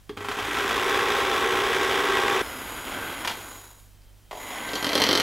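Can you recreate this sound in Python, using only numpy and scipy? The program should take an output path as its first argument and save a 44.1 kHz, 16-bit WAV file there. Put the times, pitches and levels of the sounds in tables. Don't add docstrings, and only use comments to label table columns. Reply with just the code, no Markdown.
import sys
import numpy as np
from scipy import signal
from scipy.fft import rfft, irfft, next_fast_len
from scipy.io import wavfile
from scipy.ndimage import uniform_filter1d, map_coordinates

SR = 44100
rng = np.random.default_rng(int(sys.argv[2]) if len(sys.argv) > 2 else 0)


def how_loud(loudness_db):
    steps = np.asarray(loudness_db, float) / 20
    return 10 ** steps


def file_out(sig):
    cols = np.atleast_2d(sig).T
    lim = np.clip(cols, -1, 1)
    pcm = np.round(lim * 32767).astype(np.int16)
    wavfile.write(sys.argv[1], SR, pcm)


N = 230376

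# (frequency [Hz], level per Hz [dB])
ROOM_COLOUR = [(8.8, -46), (15, -6.5), (44, -1), (60, -16), (84, -15), (103, 6), (116, -13), (130, -20.5),
               (1340, -31), (3220, -33), (16000, -38)]
ROOM_DB = -55.5
# (frequency [Hz], rms level [dB])
HUM = [(49.6, -57.5), (99.6, -58), (148.5, -73), (198.5, -76)]
# (frequency [Hz], side level against mid [dB])
WIDTH = [(20, -13), (60, -14), (125, -18), (250, -24), (500, -33), (1000, -40), (16000, -46)]

PRESS = [
    (0.094, -29.5, 2),
]
BUMPS = [(0.173, -25, -3.5), (0.207, -26.5, -5), (0.246, -23.5, -12), (0.286, -17.5, -9.5),
         (0.314, -18, -21), (0.367, -25.5, -2), (0.388, -18, -10), (0.439, -39, -6), (0.481, -24, -5),
         (0.571, -19, -16), (0.586, -26, -12), (0.641, -24, -4), (0.691, -19.5, -14), (0.71, -17.5, -31)]
SWITCH = [
    (3.248, -22.5, -9),
    (3.275, -17, -25),
    (3.297, -27, -18),
    (3.31, -29.5, -5),
    (4.311, -32.5, 2.5),
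    (4.329, -37.5, 9.5),
    (4.351, -41, 9.5),
    (4.372, -40, 8),
]
TICK = [
    (4.0195, -51, -40),
]
RATTLE = [(4.6903, -25.5, -9), (4.734, -18.5, -4.5), (4.755, -14.5, -8), (4.827, -17, -5.5),
          (4.8452, -11, -14), (4.8673, -14.5, -5.5), (4.8918, -15.5, -7.5), (4.9178, -21, -12),
          (4.9318, -12.5, -8), (4.9535, -7, -5.5), (4.9783, -11.5, -8), (5.0019, -11.5, -6),
          (5.0187, -5, -9), (5.039, -4.5, -14), (5.0663, -11.5, -8.5), (5.0896, -9, -6.5),
          (5.1111, -8.5, -10), (5.1297, -8, -8), (5.1525, -7, -9.5), (5.1753, -8, -9.5),
          (5.1995, -5.5, -14)]

PLASTIC = [(1110, 3, 0.036), (1605, -9, 0.015), (2570, -3, 0.0086), (3275, 8, 0.016), (4370, -18, 0.0067)]
CASE = [(418, -7, 0.034), (608, -1, 0.05), (705, -2, 0.056), (875, -6, 0.047), (1023, -5.5, 0.056)]
WALL = [(750, -3, 0.02), (1054, 0, 0.018), (1330, 1, 0.035), (1900, -9, 0.012), (2530, 2, 0.0092),
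        (3180, -1, 0.014)]
FULL_JUG = [(242, -1.5, 0.068), (300, -2, 0.082), (411.4, 2.5, 0.1), (467, -2, 0.087)]
LID = [(1300, -6, .015), (2000, -6, .015), (3150, -1, .034), (3600, -4, .012), (4100, -1, .018),
       (4450, -1, .016), (4900, -4, .01), (5600, -3, .01), (6200, -4, .008)]
LID_THUD = [(297, 4, 0.061), (417, 0, 0.061), (490, 2.5, 0.047), (620, 5, 0.03), (795, -19, 0.089)]
SIZZLE = [(7800, -2, .007), (9500, -1, .007), (11700, 0, .008), (13300, -4, .006), (15000, -9, .006)]

# (frequency [Hz], level per Hz [dB])
CHURN_COLOUR = [(24, -42), (40, -10.5), (203, -18.5), (236, -11), (335, -10.5), (361, -6), (409, 0.5),
                (595, -11), (783, -10.5), (1110, -6), (2800, -8), (3420, -3), (4280, -21.5), (12500, -31.5),
                (16500, -38.5)]
COAST_COLOUR = [(30, -41), (60, -1), (170, -12), (380, -5.5), (1500, -4.5), (1850, -10.5), (3200, -5.5),
                (6000, -21), (8000, -18), (12000, -21), (14500, -20), (16500, -27)]
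RESTART_COLOUR = [(30, -27), (90, -16), (280, -8), (1000, 0.5), (1600, -8), (2000, -1.5), (2500, -5),
                  (3200, -1), (6000, -16), (8300, -13), (12000, -16), (14500, -16), (16500, -22)]
# (frequency [Hz], width [Hz], level over the colour [dB])
DEEP_JUG = [(242, 14, 3), (311, 10, 7), (388.8, 12, 9), (800, 32, 10.5), (1080, 160, 4.5), (1342, 43, 4),
            (1570, 114, 5.5), (1937, 27, 9), (3190, 1600, -8), (12700, 900, 5), (15700, 250, 4)]
HOUSING = [(263, 140, 7.2), (1110, 47, 2), (1520, 320, 3.6), (2020, 200, 5.4), (3260, 280, 5.1),
           (4300, 2000, 0.83), (4830, 400, 1.2), (9850, 450, 7.5), (11100, 870, 5), (12900, 1300, 7.8)]
SQUEAL = [(950, 600, 21), (3900, 400, 19), (6850, 650, 26)]
# (frequency [Hz], width [Hz], level over the whine [dB])
GEAR_RING = [(1210, 50, 2), (1575, 140, 10.5), (3150, 120, -7), (6870, 200, -3)]
# (frequency [Hz], rms level [dB])
BEATER_TONES = [(296.1, -48), (371.4, -36), (414.5, -38), (452.2, -43), (479.1, -41), (543.7, -48),
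                (667.5, -49), (742.9, -46), (807.5, -41), (882.9, -48), (931.3, -43), (1007, -46),
                (1071, -39), (1130, -38), (1238, -47), (1335, -45), (1583, -44), (1690, -47)]
# (multiple of the shaft turn [1], level [dB])
GEAR_TONES = [(18, 0), (20, 0), (40, 0), (102, 0)]
# (frequency [Hz], level [dB])
WHINE_FAST = [(2600, -30), (5200, -3), (7800, -3), (10400, -2), (13000, -11), (15600, -14), (17000, -30)]
WHINE_SLOW = [(1500, -30), (3600, -20), (4700, -8), (5200, -2), (5800, -18), (7200, -20), (8100, -6),
              (8700, -12), (9300, -4), (9800, 1), (11300, 2), (12100, -3), (12900, -9), (13200, -2),
              (14500, -18), (17000, -30)]
# (time [s], speed [turns/s])
CHURN_SPEED = [(.168, 25), (.3, 58), (.5, 86), (.64, 99), (.75, 104.5), (.9, 108.1), (1.05, 108.45),
               (2.418, 108.7)]
COAST_SPEED = [(2.419, 72), (2.55, 70.3), (2.66, 67.4), (2.83, 67.2), (2.93, 76.8), (3.01, 78.9),
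               (3.13, 78.8), (3.234, 71.3)]
# (level at top speed [dB], loss per halving of speed [dB], share of top speed where growth stops [1])
CHURN_LAW = [(-25.5, 10, 1), (-33, 15.5, 1), (-42.5, 8.5, 1), (-64, 1, 1), (-55.5, 10, 0.96), (0, 16, 1)]
COAST_LAW = [(-34.5, 14.7, 0.98), (-47.5, 14.5, 1), (-48, 7.7, 0.78), (-50.5, 14, 0.47), (-54, 15, 0.57),
             (0.5, 1, 0.42)]
RESTART_LAW = [(-35, 18, 1), (-47.5, 25, 1), (-50, 5.5, .9), (-46, 5.6, 0.99), (-53.5, 13, 0.96),
               (3, 2.7, 0.69)]
LIFT_DB = [4.5, 5, 2.5, -8, -6, 1.5]

FULL_SPEED, SLOW_SPEED, KICK_SPEED = 108.6, 79, 12
PRESS_S, OFF_S, REST_S, ON_S, END_S = 0.079, 3.234, 3.95, 4.312, 5.224
BRAKE, BRAKE_EASE, OFF_WHINE_DB = 104, 18, -7
SPIN_UP_S, LIFT_S, LIFT_RAMP_S = .092, 4.84, .13
STRAIN_DB, STRAIN_RISE_DB, FULL_SLIP, RUB_HUM_DB = -60, 9, .2, -47
BOOM_HZ = 507
FLAT = [(0, 0), (SR, 0)]


def evened(x):
    return x / np.sqrt(np.mean(x ** 2) + 1e-20)


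def read(points, hz):
    f, value = np.transpose(points)
    return np.interp(np.log(hz + 1), np.log(f + 1), value)


def columns(rows, t):
    s, *values = np.transpose(rows)
    return [np.interp(t, s, v) for v in values]


def add(mix, s, sound):
    part = mix[round(s * SR):][:len(sound)]
    part += sound[:len(part)]


def drift(size, rate_hz):
    knots = rng.standard_normal(int(size * rate_hz / SR) + 4)
    return map_coordinates(knots, [np.arange(size) * rate_hz / SR + 1], order=3)


def resonance(hz, centre_hz, width_hz):
    return 1 / (1 + (2 * (hz - centre_hz) / width_hz) ** 2)


def coloured(x, colour, modes=(), lo_hz=0, hi_hz=30000):
    size = next_fast_len(len(x))
    hz = np.fft.rfftfreq(size, 1 / SR)
    db = read(colour, hz) + sum(d * resonance(hz, f, w) for f, w, d in modes)
    edges = 1 / np.sqrt((1 + (lo_hz / (hz + 1)) ** 12) * (1 + (hz / hi_hz) ** 12))
    return irfft(rfft(x, size) * how_loud(db) * edges, size)[:len(x)]


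def background():
    t = np.arange(N) / SR
    room = coloured(rng.standard_normal(N), ROOM_COLOUR, [(54.4, 6.6, -7), (105, 21, -17.0)])
    sound = how_loud(ROOM_DB) * evened(room)
    slip = .02 * drift(N, 6)
    for k, (_, db) in enumerate(HUM):
        phase = 2 * np.pi * (k + 1) * (HUM[0][0] * t + slip)
        sound += how_loud(db + 1.5 * drift(N, 8)) * np.sqrt(2) * np.cos(phase)
    whistle = np.sin(2 * np.pi * 3150 * t + .8 * drift(N, 60))
    return sound + how_loud(-77 + 4 * drift(N, 20)) * whistle


def kitchen(x, t60):
    t = np.arange(SR // 3) / SR
    sparse = rng.choice([-1., 1.], len(t)) * (rng.random(len(t)) < .06)
    tail = sparse * how_loud(-60 * t / t60) * (t > .003)
    tail = coloured(tail, [(200, -2.5), (4000, 0), (12000, -4.5)])
    return signal.oaconvolve(x, tail / np.linalg.norm(tail))[:N]


def ring(modes, t60):
    t = np.arange(6000) / SR
    body = np.zeros(len(t))
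    for hz, db, d in modes:
        fade = how_loud(db - 60 * t / (d * t60 / .05))
        body += rng.choice([-1, 1]) * fade * np.sin(2 * np.pi * hz * rng.uniform(.98, 1.02) * t)
    crack = (1 + .5 * rng.standard_normal(300)) * how_loud(-60 * t[:300] / .00015)
    sound = signal.oaconvolve(body, crack)
    return sound / abs(sound).max()


def knocks(events, modes, thud, sizzle_db, t60, scatter_db, bounce_db):
    out = np.zeros(N)
    t = np.arange(6299) / SR
    scatter_colour = [(300, -7.5), (900, 6.5), (3000, 0), (5500, -7), (7000, -13.5), (16000, -26)]
    for s, db, thud_db in events:
        bounce = rng.uniform(.004, .006), db + bounce_db + 1.5 * rng.standard_normal()
        for late, level_db in (0, db), bounce:
            scatter = rng.standard_normal(len(t)) * how_loud(scatter_db - 60 * t / t60)
            blow = ring(modes, t60) + coloured(scatter, scatter_colour)
            blow += how_loud(thud_db) * ring(thud, t60)
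            blow += how_loud(sizzle_db) * ring(SIZZLE, t60)
            add(out, s + late, how_loud(level_db) * blow)
    return out


def plastic_blows():
    blows = knocks(SWITCH, PLASTIC, CASE, sizzle_db=-7, t60=0.043, scatter_db=2.5, bounce_db=-2.0)
    blows += knocks(BUMPS, WALL, FULL_JUG, sizzle_db=-20, t60=0.073, scatter_db=-8, bounce_db=-5)
    blows += knocks(RATTLE, LID, LID_THUD, sizzle_db=-11, t60=.04, scatter_db=-9, bounce_db=-5.5)
    blows += knocks(TICK, LID[1:2] + LID[3:], CASE, sizzle_db=-12, t60=.015, scatter_db=-3, bounce_db=-30)
    blows += knocks(PRESS, PLASTIC, FULL_JUG, sizzle_db=-17, t60=0.057, scatter_db=-3.5, bounce_db=-10)
    return signal.sosfilt(signal.butter(2, 110, "high", fs=SR, output="sos"), blows)


def tone(turns, order, level_db, waver_db, waver_rad):
    phase = 2 * np.pi * (order * turns + rng.random()) + waver_rad * drift(len(turns), 6.18)
    return how_loud(level_db + waver_db * drift(len(turns), 8.67)) * np.sqrt(2) * np.cos(phase)


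def glide(points):
    t = np.arange(points[0][0], points[-1][0], 1 / SR)
    return t, uniform_filter1d(columns(points, t)[0], SR // 25, mode="nearest")


def layers(shaft, top, law, extra_db=np.zeros((6, 1))):
    levels = []
    for db, per_half, limit in law:
        share = np.minimum(shaft / top / np.clip(limit, .1, 1), 1)
        levels.append(db + per_half * np.log2(share))
    return levels + extra_db


def brush_whine(t, shaft, turns, whine_db, whine):
    out = np.zeros(len(t))
    uneven = 1 + .6 * np.cos(4 * np.pi * turns) + .6 * np.cos(3 * np.pi * turns + 1)
    for k in range(1, 30):
        hz = 24 * k * shaft
        level_db = np.where(hz < 17000, read(whine, hz) + 1.5 * drift(len(t), 25), -200)
        phase = 2 * np.pi * (24 * k * turns + rng.random()) + .8 * drift(len(t), 50)
        out += how_loud(whine_db + level_db + 2.5) * uneven * np.cos(phase)
    return out


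def motor(t, shaft, levels, colour, modes, whine, repeat, blade_db, shaft_db, grain_db, flutter_db):
    rumble_db, rasp_db, hiss_db, squeal_db, whine_db, boom_db = levels
    turns = np.cumsum(shaft) / SR
    place = (turns / 7 % 1 * 4000).astype(int)
    patterns, blend = rng.standard_normal((2, 4000)), 1.5 * t
    same = np.cos(blend) * patterns[0, place] + np.sin(blend) * patterns[1, place]
    fresh = rng.standard_normal(len(t))
    splash = how_loud(grain_db * drift(len(t), 400) + flutter_db * drift(len(t), 30.25))
    pulse_db = blade_db * np.cos(2 * np.pi * turns * 4 / 7) + shaft_db * np.cos(2 * np.pi * turns)
    beat = splash * how_loud(pulse_db)
    churned = (np.sqrt(repeat) * same + np.sqrt(1 - repeat) * fresh) * beat
    stirred = fresh * beat
    out = how_loud(rumble_db) * evened(coloured(churned, colour, modes, hi_hz=2500))
    out += (how_loud(np.maximum(boom_db, -9)) - 1) * coloured(out, FLAT, lo_hz=218, hi_hz=BOOM_HZ)
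    out += how_loud(rasp_db) * evened(coloured(stirred, colour, modes, lo_hz=2500, hi_hz=5500))
    out += how_loud(hiss_db) * evened(coloured(stirred, colour, modes, lo_hz=5500))
    out += how_loud(squeal_db) * evened(coloured(stirred, FLAT, SQUEAL))
    return turns, out + brush_whine(t, shaft, turns, whine_db, whine)


def stalled():
    t = np.arange(PRESS_S, CHURN_SPEED[0][0] + 0.014, 1 / SR)
    hum = tone(t, 100, STRAIN_DB + STRAIN_RISE_DB + 4, waver_db=1, waver_rad=1)
    return t[0], np.hanning(len(t)) ** .5 * hum


def churning():
    t, shaft = glide(CHURN_SPEED)
    levels = layers(shaft, FULL_SPEED, CHURN_LAW)
    turns, sound = motor(t, shaft, levels, CHURN_COLOUR, DEEP_JUG, WHINE_FAST,
                         repeat=.35, blade_db=1.7, shaft_db=1.2, grain_db=1.3, flutter_db=.7)
    locked_db = levels[0] + 26 - 25 * np.clip(1 - t / .95, 0, 1)
    for hz, db in BEATER_TONES:
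        sound += tone(turns, hz / FULL_SPEED, db + locked_db, waver_db=1.5, waver_rad=0.58)
    lag = np.clip((1 - shaft / FULL_SPEED) / FULL_SLIP, 0, 1)
    return t[0], sound + tone(t, 100, STRAIN_DB + STRAIN_RISE_DB * lag, waver_db=2.5, waver_rad=4)


def slow_run(t, shaft, levels, colour):
    turns, sound = motor(t, shaft, levels, colour, HOUSING, WHINE_SLOW,
                         repeat=.1, blade_db=.8, shaft_db=.8, grain_db=1.0, flutter_db=.6)
    fast_enough = np.clip(shaft / 5 - 12, 0, 1)
    for k, db in GEAR_TONES:
        ringing = sum(how_loud(d) * resonance(k * shaft, hz, w) for hz, w, d in GEAR_RING)
        sound += ringing * fast_enough * tone(turns, k, levels[4] + db, waver_db=2.5, waver_rad=3.0)
    return t[0], sound


def coasting():
    _, shaft = glide(COAST_SPEED)
    off = np.arange(0, REST_S - OFF_S, 1 / SR)
    shaft = np.r_[shaft, shaft[-1] - BRAKE * off + BRAKE_EASE * off ** 2]
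    t = COAST_SPEED[0][0] + np.arange(len(shaft)) / SR
    unpowered = np.outer([0, 0, 0, 0, OFF_WHINE_DB, 0], t > OFF_S)
    return slow_run(t, shaft, layers(shaft, SLOW_SPEED, COAST_LAW, unpowered), COAST_COLOUR)


def restarting():
    t = np.arange(ON_S, END_S, 1 / SR)
    shaft = SLOW_SPEED - (SLOW_SPEED - KICK_SPEED) * np.exp((ON_S - t) / SPIN_UP_S)
    lift = np.clip((t - LIFT_S) / LIFT_RAMP_S, 0, 1)
    levels = layers(shaft, SLOW_SPEED, RESTART_LAW, np.outer(LIFT_DB, lift))
    start, sound = slow_run(t, shaft, levels, RESTART_COLOUR)
    return start, sound + lift ** 2 * tone(t, 100, RUB_HUM_DB, waver_db=3.5, waver_rad=3)


def mixer():
    out = np.zeros(N)
    for run in stalled, churning, coasting, restarting:
        add(out, *run())
    return out


def scene():
    blows = plastic_blows()
    mid = mixer() + blows + how_loud(-6) * kitchen(blows, t60=0.3) + background()
    side = coloured(mid, WIDTH)
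    side += 0.084 * np.gradient(mid)
    hiss_colour = [(20, 0), (60, -8), (200, -25), (2000, -45), (16000, -45)]
    side += how_loud(-62) * evened(coloured(rng.standard_normal(N), hiss_colour))
    return np.array([mid - side, mid + side])


def band_limit(x):
    return signal.sosfilt(signal.butter(12, 16980, fs=SR, output="sos"), x)


def record(dry):
    rounded = 0.59 * np.tanh(dry / 0.61)
    treble_cut = signal.firwin(401, 15850, window=("kaiser", 9), fs=SR)
    finished = signal.oaconvolve(rounded, treble_cut[None], "same")
    return band_limit(finished)


dry = scene()
out = record(dry)
file_out(out)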